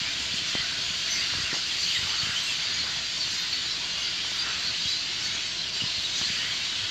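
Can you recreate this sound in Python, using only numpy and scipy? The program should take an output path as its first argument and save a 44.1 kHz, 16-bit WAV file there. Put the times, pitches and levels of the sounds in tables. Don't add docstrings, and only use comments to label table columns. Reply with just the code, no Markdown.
import sys
import numpy as np
from scipy import signal
from scipy.fft import rfft, irfft
from scipy.io import wavfile

SR = 44100
rng = np.random.default_rng(int(sys.argv[2]) if len(sys.argv) > 2 else 0)


def makeup_ratio(level_db):
    decades = np.asarray(level_db, float) / 20
    return 10 ** decades


def dump_mix(stems):
    frames = np.atleast_2d(stems).T
    limited = np.clip(frames, -1, 1)
    pcm = np.round(limited * 32767).astype(np.int16)
    wavfile.write(sys.argv[1], SR, pcm)


N = 304290


def rms_one(x):
    return x / np.sqrt(np.mean(x ** 2) + 1e-20)


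def at_hz(points, hz):
    points_hz, level_db = np.transpose(points)
    return np.interp(np.log(hz), np.log(points_hz), level_db)


def drift(rate_hz):
    coarse = 40
    pole = np.exp(-2 * np.pi * rate_hz * coarse / SR)
    noise = rng.standard_normal(N // coarse + 2002)
    slow = signal.lfilter([1], [1, -2 * pole, pole * pole], noise)[2000:]
    return np.interp(np.arange(N) / coarse, np.arange(len(slow)), rms_one(slow))


def band_pass(x, order, low_hz, high_hz):
    return signal.sosfilt(signal.butter(order, [low_hz, high_hz], "band", fs=SR, output="sos"), x)


def glided(notes, per_s=0, sag=0):
    start, length, hz, level_db = np.transpose(notes)[:4]
    half = per_s * length / 2
    first_hz = hz * (1 - sag - half)
    last_hz = hz * (1 - sag + half)
    return np.transpose([start, length, first_hz, hz, last_hz, level_db])


def whistles(notes, edge, hoarse, hoarse_rate):
    start, length, first_hz, mid_hz, last_hz, level_db = np.array(notes, float).T[:, :, None]
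    start, length = start - edge * length / 2, length * (1 + edge)
    steps = np.arange(int(length.max() * SR) + 1)
    u = np.clip(steps / SR / length, 0, 1)
    hz = first_hz * (1 - u) * (1 - 2 * u) + mid_hz * 4 * u * (1 - u) + last_hz * u * (2 * u - 1)

    chance = rng.random((len(notes), 2))
    shake_from = (chance[:, :1] * N).astype(int)
    shake = hoarse * drift(hoarse_rate)[(shake_from + steps) % N]
    phase = 2 * np.pi * (np.cumsum(hz, axis=1) / SR + chance[:, 1:]) + shake
    tone = (1 + shake[::-1] / 2) * np.sin(phase)
    soft_edges = np.clip(np.minimum(u, 1 - u) / edge, 0, 1)
    swell = np.sqrt(np.sin(np.pi * u).clip(0)) * soft_edges

    swell_energy = np.sum(swell ** 2, axis=1, keepdims=True)
    note_energy = np.sum((swell * tone) ** 2, axis=1, keepdims=True)
    gain = makeup_ratio(level_db) * np.sqrt(swell_energy / note_energy)
    at = np.clip((start * SR).astype(int) + steps, -1, N) % (N + 1)
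    return np.bincount(at.ravel(), (gain * swell * tone).ravel(), N + 1)[:N]


def wash(spectrum, low_hz, patchy_db, patch_rate, swell_db, count):
    white, together, out = rng.standard_normal((2, N)), drift(7.4), 0
    edges = low_hz * 2 ** (np.arange(count + 1) / 4)
    for k, (low, high) in enumerate(zip(edges, edges[1:])):
        band = band_pass(white[k % 2], 3, low, high)
        patches_db = patchy_db * (0.51 * together + drift(patch_rate))
        out = out + band * makeup_ratio(swell_db(np.sqrt(low * high)) + patches_db)
    hz = np.maximum(np.fft.rfftfreq(N, 1 / SR), 10)
    return rms_one(irfft(rfft(out) * makeup_ratio(at_hz(spectrum, hz)), N))


# t/s, level/dB
ROOST_SWELL = [(0.0, -28.5), (0.57, -30), (1.04, -28.5), (1.29, -29.5), (2.59, -29), (3.02, -30),
               (3.52, -30), (3.76, -30.5), (4.63, -30), (4.86, -30), (5.01, -31), (5.65, -31),
               (5.78, -30.5), (6.34, -30), (6.9, -30)]
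VOICE_HZ = [1700, 3000, 3850, 4650, 6400, 11000]
ROOST_FOLLOW = [0.9, .5, 0.37, .5, .4, 1]
# t/s, level/dB
LOW_BOUTS = [(.6, 4.5), (1.35, 5.5), (2.25, 4), (2.8, 3.5), (3.2, -2), (3.4, 2.5), (3.9, 0.5), (4.5, 5),
             (5.35, 2.5), (5.6, -3), (6., -2), (6.4, 2)]
MIDDLE_BOUTS = [
    (.5, 0.92),
    (.95, -0.71),
    (1.9, 0.7),
    (2.45, 1.5),
    (3.0, -1),
    (3.6, -1.5),
    (4.5, -1),
    (5.2, -0.32),
    (6.4, 1),
]
BRIGHT_BOUTS = [
    (.2, -1),
    (1.55, -1.2),
    (1.95, 1),
    (2.65, 1.5),
    (3.05, -0.52),
    (3.55, 1.8),
    (3.95, -2.3),
    (5.35, -0.2),
    (6.05, 1.4),
    (6.8, 0.35),
]
SHRILL_BOUTS = [(.25, -1.8), (.75, 0.6), (1.25, 1.2), (1.8, 2.1), (2.75, 0.84), (3.4, 1), (3.82, -1.5),
                (4.1, .8), (4.75, 0.74), (5.45, -2.7), (6.3, 0.13), (6.85, -1.7)]
HIGH_BOUTS = [(1.05, 1), (1.35, 1), (1.8, 1), (2.2, 0.5), (2.6, 0.5), (3.2, 1.5), (4.2, -1), (4.75, 0),
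              (5.4, 2.5), (5.6, -3), (6.2, 3.5)]
OVERTONE_BOUTS = [
    (.8, 2),
    (1.25, 4),
    (1.9, 6.5),
    (2.4, 3.5),
    (3.35, 2),
    (5.5, -2),
    (6., -0.5),
    (6.4, 2),
]


def liveliness_db(s, hz):
    bout_s = 0.27
    times, level_db = np.transpose(ROOST_SWELL)
    roost_db = np.interp(s, times, level_db) - level_db.mean()
    place = np.interp(np.log(hz), np.log(VOICE_HZ), np.arange(len(VOICE_HZ)))
    ranges = [LOW_BOUTS, MIDDLE_BOUTS, BRIGHT_BOUTS, SHRILL_BOUTS, HIGH_BOUTS, OVERTONE_BOUTS]
    out = 0
    for k, bouts in enumerate(ranges):
        share = np.clip(1 - abs(place - k), 0, 1)
        if np.any(share):
            bout_db = sum(np.interp(s, [at - bout_s, at, at + bout_s], [0, db, 0]) for at, db in bouts)
            out = out + share * (ROOST_FOLLOW[k] * roost_db + bout_db)
    return out


# f/Hz, level/dB (per Hz)
CHORUS_COLOUR = [(800, -31.5), (1400, -10.5), (2400, -6.5), (3050, -1.5), (3500, -2), (4650, -0.5),
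                 (5200, -8.5), (6200, -11), (7600, -15.5), (7800, -27), (7950, -32.5), (8500, -27),
                 (9800, -44), (11800, -37), (13400, -48), (14800, -48.5)]


def far_flock(spread_db, glide, count=5200):
    when, pitch, length = rng.random((count, 3)).T
    bend, slope, size = rng.standard_normal((count, 3)).clip(-2, 2).T
    s = when * (N / SR + .05) - .05
    hz = 950 + 14700 * pitch ** 1.5
    density_db = 5 * np.log10(pitch + .02)
    level_db = at_hz(CHORUS_COLOUR, hz) + liveliness_db(s, hz) + spread_db * size + density_db
    first_hz, last_hz = hz * (1 - glide * slope), hz * (1 + glide * slope)
    mid_hz = hz * (1 + glide * bend / 2)
    notes = np.transpose([s, .02 + 0.067 * length ** 2, first_hz, mid_hz, last_hz, level_db])
    return rms_one(whistles(notes, .3, .3, 100))


def roost_wash(s):
    scold_db, scold_from_hz = scolding_db(s), 5000

    def swell_db(hz):
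        return liveliness_db(s, hz) + scold_db * (hz > scold_from_hz)

    return makeup_ratio(-31.5) * wash(CHORUS_COLOUR, 600.7, 0.24, 4.7, swell_db, count=19)


def trees(x, t60):
    s = np.arange(SR // 2) / SR
    tail = rng.standard_normal(len(s)) * makeup_ratio(-60 * s / t60) * (s > .008)
    return signal.fftconvolve(x, tail / np.sqrt(np.sum(tail ** 2)))[:N]


# f/Hz, level/dB (per Hz)
AIR_COLOUR = [(25, -37), (60, -15), (100, -13), (172, -16), (280, -19.5), (340, -18.5), (540, -26),
              (670, -19.5), (780, -25), (1000, -19.5), (1300, -29), (1700, -35)]
# t/s, level/dB
GUSTS = [
    (0.0, -46.5),
    (0.55, -48),
    (4.04, -49),
    (6.9, -49),
]


def wind(s):
    gust_db = np.interp(s, *np.transpose(GUSTS))
    gust_db = gust_db - gust_db.mean()
    return makeup_ratio(-47) * wash(AIR_COLOUR, 19.8, 1.6, 10.0,
                           lambda hz: gust_db * np.clip(1.3 - hz / 500, 0, 1), count=27)


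# f/Hz, width/Hz, level/dB
DUCT_MURMUR = (677, 57, -64.5)


def hum():
    level_db = -61.5 - 0.5 * drift(2.8)
    pitch_hz = 170.6 + 2.5 * drift(2.56)
    tone = makeup_ratio(level_db) * np.sqrt(2) * np.sin(2 * np.pi * np.cumsum(pitch_hz) / SR)
    hz, width_hz, duct_db = DUCT_MURMUR
    duct = band_pass(rng.standard_normal(N), 2, hz - width_hz / 2, hz + width_hz / 2)
    return tone + makeup_ratio(duct_db) * rms_one(duct)


def knocks(events, cycles, gain_db, low_hz, high_hz):
    out, s = np.zeros(N + SR), np.arange(SR // 10) / SR
    for at, level_db, hz in events:
        ring = np.sin(2 * np.pi * hz * s) * makeup_ratio(level_db + gain_db - 60 * s * hz / cycles)
        out[round(at * SR):][:len(s)] += ring
    return band_pass(out[:N], 2, low_hz, high_hz)


# t/s, level/dB (peak), f/Hz (ring)
HAND_BUMPS = [(0.014, -33, 166), (0.42, -36, 136), (0.552, -26.5, 313), (0.903, -36, 175),
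              (1.35, -31.5, 132), (1.37, -31, 81.8), (1.4, -31, 105), (1.435, -31, 78), (1.53, -27, 320),
              (1.536, -38, 170), (1.989, -34, 99), (2.027, -31.5, 82), (2.232, -30, 113), (2.291, -32, 121),
              (3.335, -39, 201), (4.854, -32, 87.5), (4.933, -46, 96.9), (5.82, -31, 222),
              (5.837, -27, 139), (6.3, -31, 169), (.34, -31.5, 200), (.6, -32, 70), (2.05, -36, 95),
              (2.27, -37, 300), (5.28, -40, 189), (5.862, -38, 180), (5.98, -37, 100), (6.213, -35.5, 220),
              (4.47, -38, 300), (1.385, -35, 330), (3.66, -39, 350)]
# t/s, level/dB (peak), f/Hz (ring)
HAND_TICKS = [(0.552, -20, 620), (1.338, -19.5, 1390), (1.541, -22.5, 1120), (1.548, -26, 900),
              (1.563, -28, 1100), (1.569, -31, 600), (3.278, -24, 1400), (4.248, -26, 1100),
              (4.318, -25, 1380), (5.765, -25, 1750), (6.215, -22, 1350), (6.216, -47, 597),
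              (.553, -29, 1400), (2.84, -34, 550), (3.59, -36, 600), (2.0, -36, 900), (1.53, -33, 900)]


def hand():
    return knocks(HAND_BUMPS, 3.3, 7.6, 91, 1440) + knocks(HAND_TICKS, 4.1, 3.0, 130, 2600)


# t/s, length/s, f/Hz (middle), level/dB, glide/share per s
SLURS = [(.035, 0.082, 2350, -36, 2.5), (.52, 0.094, 3130, -34.5, 0.), (1.148, 0.012, 5450, -33, -2.),
         (1.773, .06, 4590, -34, 1.), (1.072, 0.13, 2123, -41.5, 0.5), (1.216, 0.038, 2850, -35, 1),
         (1.28, 0.053, 4170, -37, 2.5), (1.502, 0.033, 1895, -36, -7.5), (1.33, 0.078, 4600, -37, 2.5),
         (1.44, 0.047, 2770, -33, -1), (1.831, .018, 4660, -26.5, -4.5), (1.927, 0.026, 2410, -39, -8.5),
         (1.946, .04, 3780, -30, 2.5), (1.946, 0.029, 2010, -30.5, -10), (2.184, 0.022, 4450, -26.5, -2.5),
         (2.35, 0.049, 3080, -30, 2.5), (2.46, 0.066, 2710, -32, -1), (2.52, .016, 3040, -32, 4),
         (3.648, 0.078, 4020, -36, 2), (3.811, 0.045, 3230, -38, 1), (4.235, .04, 3130, -38, -0.5),
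         (4.381, 0.054, 4760, -29, 1), (4.642, .046, 4400, -30, 3), (4.89, .06, 4000, -38, 1.5),
         (4.95, .06, 4230, -33, 3), (3.895, .03, 4180, -34.5, 1), (4.143, 0.068, 2380, -40.5, 1.5),
         (5.362, .045, 3340, -36, 0), (5.88, 0.07, 3950, -40, 3.5), (5.943, 0.018, 4210, -31, -1.),
         (6.05, .03, 2900, -39, -1.5), (6.233, 0.031, 4260, -30, 4), (6.379, 0.055, 2936, -34, 1.5),
         (6.431, 0.067, 3200, -40, 1.5), (6.512, .025, 3280, -32, -4), (6.127, 0.055, 3770, -35, 0),
         (6.767, 0.075, 3220, -37, 0), (6.345, 0.14, 1877, -42, 1), (2.566, 0.1, 4600, -37, 0.5),
         (2.712, 0.084, 4890, -40, 0.5)]


def slurs():
    return whistles(glided(SLURS, np.transpose(SLURS)[-1]), .25, .45, 140)


# t/s, length/s, f/Hz, level/dB
SEEPS = [(0.22, .028, 7200, -46), (.496, .031, 7540, -49), (1.804, .022, 7000, -42),
         (1.887, .028, 7670, -52), (1.942, .037, 7540, -41), (2.358, .036, 7540, -47),
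         (2.424, .022, 7780, -48), (2.492, .042, 7500, -50), (4.91, .022, 7230, -43),
         (5.753, .029, 7360, -44), (6.039, .025, 7560, -48), (6.174, .05, 7520, -51)]
# t/s, length/s, f/Hz, level/dB
TWEETS = [(.34, 0.042, 6850, -41), (.47, 0.033, 6100, -40), (0.481, 0.018, 5730, -39),
          (.505, .022, 6970, -43), (1.545, 0.02, 6540, -40), (1.809, 0.051, 5970, -39),
          (1.859, 0.034, 6560, -41), (1.875, .058, 5830, -46), (2.139, .017, 5770, -41),
          (2.148, .05, 6460, -40), (2.344, 0.086, 6230, -43), (2.728, 0.04, 6600, -40),
          (3.175, 0.06, 5540, -39.5), (3.31, 0.032, 6360, -41), (3.341, .015, 6830, -40),
          (3.341, 0.046, 5680, -45), (3.892, .054, 6130, -43), (3.994, 0.049, 6180, -40.5),
          (4.29, .025, 5880, -49), (4.506, 0.04, 6070, -42), (4.772, .074, 6140, -44.5),
          (4.852, .016, 6500, -42), (4.886, .025, 6200, -40), (5.22, .04, 5750, -41),
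          (5.316, 0.051, 6570, -42), (6.15, .055, 5880, -38), (6.161, 0.041, 6580, -40),
          (6.214, .086, 5880, -44)]


def seeps_and_tweets():
    return whistles(glided(np.vstack([SEEPS, TWEETS])), .25, .75, 150)


# t/s, level/dB
SCOLDS = [(.23, 3), (.37, 2.5), (.5, 1), (1.0, 2), (1.14, 2), (1.42, 2), (1.56, 4), (1.7, 1.5), (1.82, 4),
          (1.96, 1.5), (2.09, 2), (2.24, 2.5), (2.38, 1.5), (2.5, 3), (3.34, 3.5), (4.3, 2.5), (4.37, 1),
          (4.9, 2), (5.25, 3.5), (5.76, 2), (6.05, -1), (6.19, 2), (6.36, 1.5), (6.49, 0)]


def scolding_db(s):
    half_width_s = 0.043
    return sum(db * np.exp(-((s - at) / half_width_s) ** 2) for at, db in SCOLDS)


# t/s, length/s, f/Hz, level/dB
PIPS = [(.322, 0.02, 3460, -32), (.779, .11, 3560, -42), (1.17, .036, 2580, -36), (1.415, 0.015, 4950, -34),
        (2.493, 0.027, 3340, -33), (3.527, .022, 4470, -25.5), (3.795, .018, 2560, -38),
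        (3.93, 0.033, 2810, -38), (3.968, 0.051, 2860, -35.5), (4.841, 0.027, 3300, -32),
        (5.23, .045, 4440, -34), (5.693, .014, 2400, -39), (5.802, 0.02, 2927, -26.5),
        (5.866, .028, 3700, -37), (6.036, 0.028, 3820, -29.5), (6.343, 0.033, 4850, -37.5)]


def pips():
    return whistles(glided(PIPS), .25, .45, 140)


# t/s, length/s, f/Hz, level/dB
THIN_NOTES = [(.352, .02, 8000, -52), (1.099, .025, 11930, -57), (1.126, .033, 12050, -61),
              (1.42, .055, 8330, -54), (1.943, .039, 11350, -66), (2.432, .02, 11330, -56),
              (2.447, .055, 8270, -52), (2.486, .025, 10770, -65), (2.74, .06, 10000, -72),
              (3.296, .038, 10900, -59), (3.371, .061, 11920, -60), (3.972, .038, 10920, -63),
              (4.226, 0.052, 9400, -67), (4.317, .078, 10360, -79), (4.352, .038, 10830, -61),
              (4.389, .026, 9370, -60), (6.271, .022, 9950, -69), (6.876, .023, 10230, -72)]


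def thin_notes():
    return whistles(glided(THIN_NOTES), 0.29, 0.76, 200)


# t/s, level/dB, f/Hz (centre)
RASPS = [(.37, -73, 14000), (.37, -66, 8300), (.64, -70, 14500), (.96, -72, 14300), (1.13, -67, 11900),
         (1.57, -74, 14800), (1.7, -74, 14500), (1.85, -67, 12000), (1.96, -71, 15200), (2.1, -70, 14500),
         (2.24, -70, 14500), (2.39, -69, 14800), (2.47, -68, 11500), (2.53, -73, 14500), (3.37, -70, 11800),
         (3.43, -70, 15400), (3.54, -66, 13200), (4.0, -66, 11000), (4.35, -69, 14900), (4.36, -64, 11100),
         (4.65, -65, 11500), (4.9, -68, 12000), (5.25, -68, 11800), (6.03, -64, 11600), (6.05, -74, 15300),
         (6.17, -71, 15300), (6.2, -66, 11500), (6.5, -72, 15200), (6.5, -66, 11700)]


def rasps(s, width_s, spread_hz):
    low_pass = signal.butter(2, spread_hz, fs=SR, output="sos")
    hiss = rms_one(signal.sosfilt(low_pass, rng.standard_normal(N)))
    carriers = 0
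    for at, level_db, hz in RASPS:
        puff = makeup_ratio(level_db) * np.exp(-((s - at) / width_s) ** 2)
        carriers = carriers + puff * np.sin(2 * np.pi * hz * s)
    return hiss * carriers


# t/s, length/s, f/Hz (middle), level/dB, glide/share per s
CROAKS = [(0.375, .03, 3200, -31, -0.5), (0.528, 0.063, 2020, -38.5, 0.5), (1.066, 0.03, 1945, -37, -0.5),
          (1.144, .1, 2110, -37, 0.5), (1.486, .05, 2200, -38, -7), (1.518, 0.085, 4670, -32.5, 1),
          (1.9, .06, 3310, -36, 0.5), (1.853, 0.098, 3030, -30.5, -0.5), (4.027, .07, 4720, -33.5, 0),
          (4.867, .07, 4750, -32, -2.5), (2.043, 0.12, 1195, -44, 1), (2.092, .025, 3100, -31.5, 0),
          (2.207, 0.065, 3070, -35, 2), (2.229, 0.12, 1603, -40, -1), (2.308, 0.081, 1650, -46, -0.5),
          (2.832, 0.0714, 1220, -45, 1), (3.937, 0.067, 1155, -47, -0.5), (4.418, .12, 1520, -42.5, -1),
          (4.425, .1, 1026, -48, 1), (6.271, .11, 2424, -36, 2.5), (6.327, 0.22, 2074, -44, 1.5),
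          (6.491, 0.038, 1815, -43, -2.5)]


def croaks():
    return whistles(glided(CROAKS, np.transpose(CROAKS)[-1]), .21, 1.4, 260)


# t/s, length/s, f/Hz (middle), level/dB
RISERS = [
    (.472, 0.039, 4980, -37),
    (2.783, 0.037, 4290, -29),
    (3.708, 0.019, 4000, -31),
    (4.872, 0.029, 3940, -29),
    (5.201, 0.029, 5370, -39),
    (5.58, 0.043, 4130, -31.5),
]
# t/s, length/s, f/Hz (middle), level/dB
FALLERS = [
    (.894, .016, 2480, -38),
    (3.201, 0.042, 4460, -28.5),
    (4.924, .016, 3960, -25.5),
    (5.388, 0.013, 2530, -36),
]
# t/s, length/s, f/Hz (top), level/dB
ARCHES = [
    (1.097, .056, 6170, -30),
]
# t/s, length/s, f/Hz (middle), level/dB, direction (up 1, down -1)
SWOOPS = [
    (1.705, .025, 3300, -31, -1),
    (2.695, .022, 4250, -33, -1),
    (5.21, .03, 5700, -43, 1),
]


def chirps():
    glides = np.vstack([glided(RISERS, 2.66), glided(FALLERS, -2.5), glided(ARCHES, sag=.105),
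                        glided(SWOOPS, 7 * np.transpose(SWOOPS)[-1])])
    return whistles(glides, .2, .35, 90)


# t/s, length/s, f/Hz (middle), level/dB, glide/share per s
STRAINS = [(.59, .05, 2024, -41, 0.), (.8, 0.16, 6730, -44, 0.5), (1.137, 0.086, 4720, -35, 1),
           (1.25, 0.026, 4680, -38, 1.), (1.872, .022, 4400, -31, 0.5), (1.91, 0.057, 4800, -39, 1.),
           (1.942, .035, 3100, -32, 1), (1.99, .02, 3900, -38, -3), (3.55, 0.09, 4480, -38, 1),
           (3.601, .1, 6980, -47, -.3), (3.69, .04, 5300, -38, 3), (3.728, .06, 3900, -41, -1.),
           (3.88, .06, 2800, -42, .5), (4.012, .06, 2990, -37, 2), (4.098, 0.065, 4680, -39, 1),
           (4.799, 0.04, 4650, -34, -.5), (1.73, 0.043, 3870, -37, 1.5), (5.24, .04, 6500, -45, 3.),
           (4.717, .06, 2916, -40, 3), (2.285, .04, 4750, -35, 1), (2.645, .05, 4500, -38, -1.5),
           (2.1, .03, 4600, -32, -2.), (1.9, .02, 3700, -35, 2.), (6.21, .03, 3180, -36, -1),
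           (6.24, 0.031, 4070, -31, 1), (6.5, .04, 4210, -36, -.5)]


def strains():
    return whistles(glided(STRAINS, np.transpose(STRAINS)[-1]), .25, .9, 200)


# t/s, width/s, level/dB
HUSH = (5.716, .012, -4)


def hush(s):
    at, width_s, level_db = HUSH
    return makeup_ratio(level_db * np.exp(-((s - at) / width_s) ** 2))


def scene():
    s = np.arange(N) / SR
    far = makeup_ratio(-37.5) * far_flock(spread_db=1.8, glide=.035)
    flock = far + makeup_ratio(-1.0) * trees(far, 0.69)
    blur = roost_wash(s)
    rest = wind(s) + hum() + hand()
    near = slurs() + seeps_and_tweets() + pips() + thin_notes() + croaks() + chirps() + strains()
    near = makeup_ratio(-0.94) * near
    near = near + makeup_ratio(-4.5) * trees(near, 0.28)
    rest = rest + makeup_ratio(3) * rasps(s, 0.047, 650)
    return (hush(s) * (near + flock + blur) + rest)[None]


def band_limit(x):
    return signal.sosfilt(signal.butter(12, 16590, fs=SR, output="sos"), x)


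def record(dry):
    below_top = np.fft.rfftfreq(N, 1 / SR) < 15720
    cut = irfft(rfft(dry) * below_top, N)
    return band_limit(cut - .0007)


dry = scene()
out = record(dry)
dump_mix(out)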